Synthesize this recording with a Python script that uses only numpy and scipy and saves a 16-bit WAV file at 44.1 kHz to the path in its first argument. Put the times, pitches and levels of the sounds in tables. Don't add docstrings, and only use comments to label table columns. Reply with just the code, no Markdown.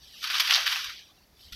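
import sys
import numpy as np
from scipy import signal
from scipy.fft import rfft, irfft
from scipy.io import wavfile
from scipy.ndimage import uniform_filter1d

SR = 44100
rng = np.random.default_rng(int(sys.argv[2]) if len(sys.argv) > 2 else 0)


def store_pcm(level_fs):
    pcm = np.round(np.clip(level_fs, -1, 1) * 32767).astype(np.int16)
    wavfile.write(sys.argv[1], SR, np.atleast_2d(pcm).T)


def gain_from_db(level_db):
    decades = np.asarray(level_db, float) / 20
    return 10 ** decades


N = 68355

# (time [s], level [dB], treble lift [dB])
SLIDE_PATH = [(0, -52, 3), (.12, -48.5, 3.5), (0.203, -45, 2), (0.234, -37, -1), (.295, -35, -5),
              (.315, -31.5, 0), (.37, -27.5, -4), (.392, -34.5, -4), (.415, -26.5, -4), (.43, -32, 0.5),
              (.49, -30, -2), (.54, -26.5, -4), (0.592, -27.5, -5), (.655, -34.5, -3), (.69, -31.5, -0.5),
              (0.771, -31.5, -1.5), (0.836, -37.5, -2.5), (0.868, -38, -3.5), (0.949, -44.5, 0),
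              (1.05, -51.5, 0.5), (1.13, -55.5, -0.5), (1.22, -56.5, -1), (1.31, -64.5, 0),
              (1.37, -53, 2.5), (1.43, -50, 5.5), (1.51, -52.5, 3), (1.535, -55, 12), (1.55, -42, -1.5)]
CREASE_START_S = [.2265, .240, .2725, .3007, .342, .382, .3975, .449, .4738, .497, .508, .5185, .527, .535,
                  .556, .6615, .675, .697, .717, .757, .843, .893, .989, 1.408, 1.5225, 1.530]
# (relative level [dB], centre [Hz], length [s])
CREASE_BURSTS = [(-24, 5000, 0.015), (-18, 1950, 0.0091), (-18, 4700, .003), (-16, 1800, 0.0079),
                 (-17.5, 1800, 0.013), (-15, 5400, 0.0041), (-6, 5400, .01), (-19.5, 2700, .006),
                 (-12, 3300, .004), (-12.5, 2500, .009), (-8, 3130, 0.0041), (-10.5, 2660, 0.0059),
                 (-9, 4200, 0.001), (-12.5, 4400, .003), (-9.5, 4100, .003), (-13, 3000, .012),
                 (-12.5, 2400, 0.0036), (-26, 4000, .005), (-15.5, 1900, 0.016), (-19.5, 1400, 0.0045),
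                 (-18.5, 6300, 0.0043), (-25, 810, .012), (-33.5, 780, 0.011), (-35.5, 6000, 0.0042),
                 (-24.5, 6900, 0.0044), (-27.5, 4800, 0.0041)]
# (frequency [Hz], gain [dB])
CREASE_TREBLE = [(6000, 0), (7500, 0), (15000, 3)]
# (time [s], level [dB], frequency [Hz])
FOLD_SNAPS = [(.0723, -41, 4340), (.2573, -22, 3640), (.3018, -19, 2600), (.312, -20, 3570),
              (.3835, -16, 3610), (.4054, -11, 3050), (.511, -11, 3310), (.5404, -3, 4600),
              (.5474, -5, 4600), (.5496, -14, 3990), (.5639, -8, 3500), (.667, -16, 2100),
              (.6785, -15, 3200), (.760, -20, 2860), (1.5424, -35, 3670)]
# (frequency [Hz], gain [dB])
PAPER_COLOUR = [(300, -28.5), (600, -9.5), (750, -8), (990, -5.5), (1270, -1.5), (1590, -2.5), (2300, -3.5),
                (3430, 0), (4600, -2.5), (5700, -4.5), (6400, -14), (7290, -23.5), (8370, -18.5),
                (9500, -25.5), (11200, -16), (12700, -14.5), (15700, -27.5)]
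# (frequency [Hz], level [dB], t60 [s])
BUMP_MODES = [(45.3, -42.5, 0.19), (87.6, -46.5, 0.19), (1377, -45.5, 0.11), (1995, -52, 0.087)]
# (frequency [Hz], gain [dB])
ROOM_COLOUR = [(12, -43.5), (30, -13.5), (53, -3.5), (107, -11.5), (200, -9), (400, -8.5), (751, -10),
               (1200, -16.5), (1830, -19.5), (2700, -22.5), (3500, -25.5), (5700, -30.5), (7600, -41.5),
               (9500, -40), (12000, -32), (15700, -36.5)]
# (time [s], level [dB])
RUMBLE_PATH = [(0.0, -64), (0.246, -70.5), (0.94, -66), (1.106, -72), (1.152, -67), (1.194, -67.5),
               (1.5, -63.5)]
# (frequency [Hz], gain [dB])
CUT_LIMIT = [(100, -14), (500, -24), (1100, -22.5), (2000, -18), (3000, -19), (4500, -10.5), (7500, -8.5),
             (15000, -12.5)]

ROOM_DB = -44.5


def on_log(f_hz, table):
    hz, db = np.array(table, float).T
    return gain_from_db(np.interp(np.log(np.maximum(f_hz, 1)), np.log(hz), db))


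def colour(x, table):
    gain = on_log(np.fft.rfftfreq(len(x), 1 / SR), table)
    return irfft(rfft(x) * gain, len(x))


def unit(x):
    return x / np.sqrt(np.mean(x ** 2))


def band(x, hz, q):
    return signal.lfilter(*signal.iirpeak(hz, q, SR), x)


def walk(rate_hz):
    hold = int(SR / rate_hz)
    held = np.repeat(rng.standard_normal(N // hold + 1), hold)
    slewed = uniform_filter1d(uniform_filter1d(held, hold), hold)
    return 1.1 * slewed[:N]


def grains(rate_hz, spread_db):
    chance, sign, size = rng.random((3, N))
    size_db = spread_db * np.minimum(-np.log(1 - size), 3.6)
    return unit((chance < rate_hz / SR) * np.sign(sign - 0.5) * gain_from_db(size_db))


def slide(t):
    smooth_db, flicker_db, patch_db = -3.5, 0.5, 0.58
    time_s, level_db, lift_db = np.array(SLIDE_PATH, float).T
    rub = grains(5000, 2.5) + gain_from_db(smooth_db) * rng.standard_normal(N)
    spectrum = rfft(unit(colour(rub, PAPER_COLOUR)))
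    f_hz = np.fft.rfftfreq(N, 1 / SR)
    edges_hz = [0, 1200, 2200, 3600, 6800, SR]
    out = np.zeros(N)
    for lo, hi in zip(edges_hz, edges_hz[1:]):
        part = irfft(spectrum * ((f_hz >= lo) & (f_hz < hi)), N)
        part = part * gain_from_db(flicker_db * walk(40))
        if hi == SR:
            part = part * gain_from_db(np.interp(t, time_s, lift_db))
        out += part
    return out * gain_from_db(np.interp(t, time_s, level_db) + patch_db * walk(90))


def bursts(t):
    rise_s, fall_s = 0.0006, 0.0025
    all_db, broad_db = -18, -0.56
    crackle = grains(9000, 4.4) + 0.98 * rng.standard_normal(N)
    crackle = unit(colour(crackle, PAPER_COLOUR))
    broad = gain_from_db(broad_db) * colour(crackle, CREASE_TREBLE)
    out = np.zeros(N)
    for start_s, (db, hz, length_s) in zip(CREASE_START_S, CREASE_BURSTS):
        u = t - start_s
        rise = np.clip(u / rise_s, 0, 1)
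        fall = np.exp(-np.maximum(u - length_s, 0) / fall_s)
        tinted = unit(band(crackle, hz, 0.64))
        out += gain_from_db(db + all_db) * rise * fall * (tinted + broad)
    return out


def snaps(t):
    width_cycles = 2.1
    out = np.zeros(N)
    for time_s, db, hz in FOLD_SNAPS:
        cycles = (t - time_s) * hz
        out += gain_from_db(db) * np.exp(-(2 * cycles / width_cycles) ** 2) * np.sin(2 * np.pi * cycles)
    return out


def bump(t):
    u = np.maximum(t - 1.522, 0)
    out = np.zeros(N)
    for hz, db, t60_s in BUMP_MODES:
        out += gain_from_db(db) * np.sin(2 * np.pi * hz * u) * np.exp(-np.log(1000) * u / t60_s)
    return out


def add_tail(x, t):
    t60_s, tail_db = 0.098, -7.5
    tail = rng.standard_normal(6000) * np.exp(-np.log(1000) * t[:6000] / t60_s)
    tail = tail / np.sqrt(np.sum(tail ** 2))
    return x + gain_from_db(tail_db) * signal.fftconvolve(x, tail)[:N]


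def room_noise():
    return unit(colour(rng.standard_normal(N), ROOM_COLOUR))


def room(t):
    rumble_mean_db = -68
    noise = room_noise()
    rumble = signal.filtfilt(*signal.butter(2, 110, fs=SR), noise)
    time_s, level_db = np.array(RUMBLE_PATH, float).T
    waver = gain_from_db(np.interp(t, time_s, level_db) - rumble_mean_db)
    return gain_from_db(ROOM_DB) * (noise - rumble + rumble * waver)


def scene():
    t = np.arange(N) / SR
    low_cut = signal.butter(4, 560, "high", fs=SR, output="sos")
    paper = signal.sosfilt(low_cut, slide(t) + bursts(t) + snaps(t))
    paper = add_tail(paper, t)
    return (paper + bump(t) + room(t))[None]


def suppress(x):
    margin_db, hardness = 2.5, 1.49
    memory, blur_bins = 0.82, 1.1
    f_hz, _, z = signal.stft(x, SR, nperseg=512, noverlap=384)
    noise = gain_from_db(ROOM_DB) * room_noise()
    expected = np.mean(abs(signal.stft(noise, SR, nperseg=512)[2]) ** 2, axis=1)[:, None]
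    blur = np.exp(-(np.arange(-8, 9) / blur_bins) ** 2)[:, None]
    power = signal.fftconvolve(abs(z) ** 2 / expected, blur / blur.sum(), mode="same")
    start = memory * power[:, 4:5]
    power = signal.lfilter([1 - memory], [1, -memory], power, axis=1, zi=start)[0]
    share = np.clip(1 - gain_from_db(2 * margin_db) / np.maximum(power, 1e-9), 0, 1)
    gain = np.maximum(share ** hardness, on_log(f_hz, CUT_LIMIT)[:, None])
    return signal.istft(z * gain, SR, nperseg=512, noverlap=384)[1][:N]


def top_cut(x):
    return signal.sosfilt(signal.butter(12, 15850, fs=SR, output="sos"), x)


def record(dry):
    mix = suppress(dry[0])[None]
    return top_cut(mix)


dry = scene()
out = record(dry)
store_pcm(out)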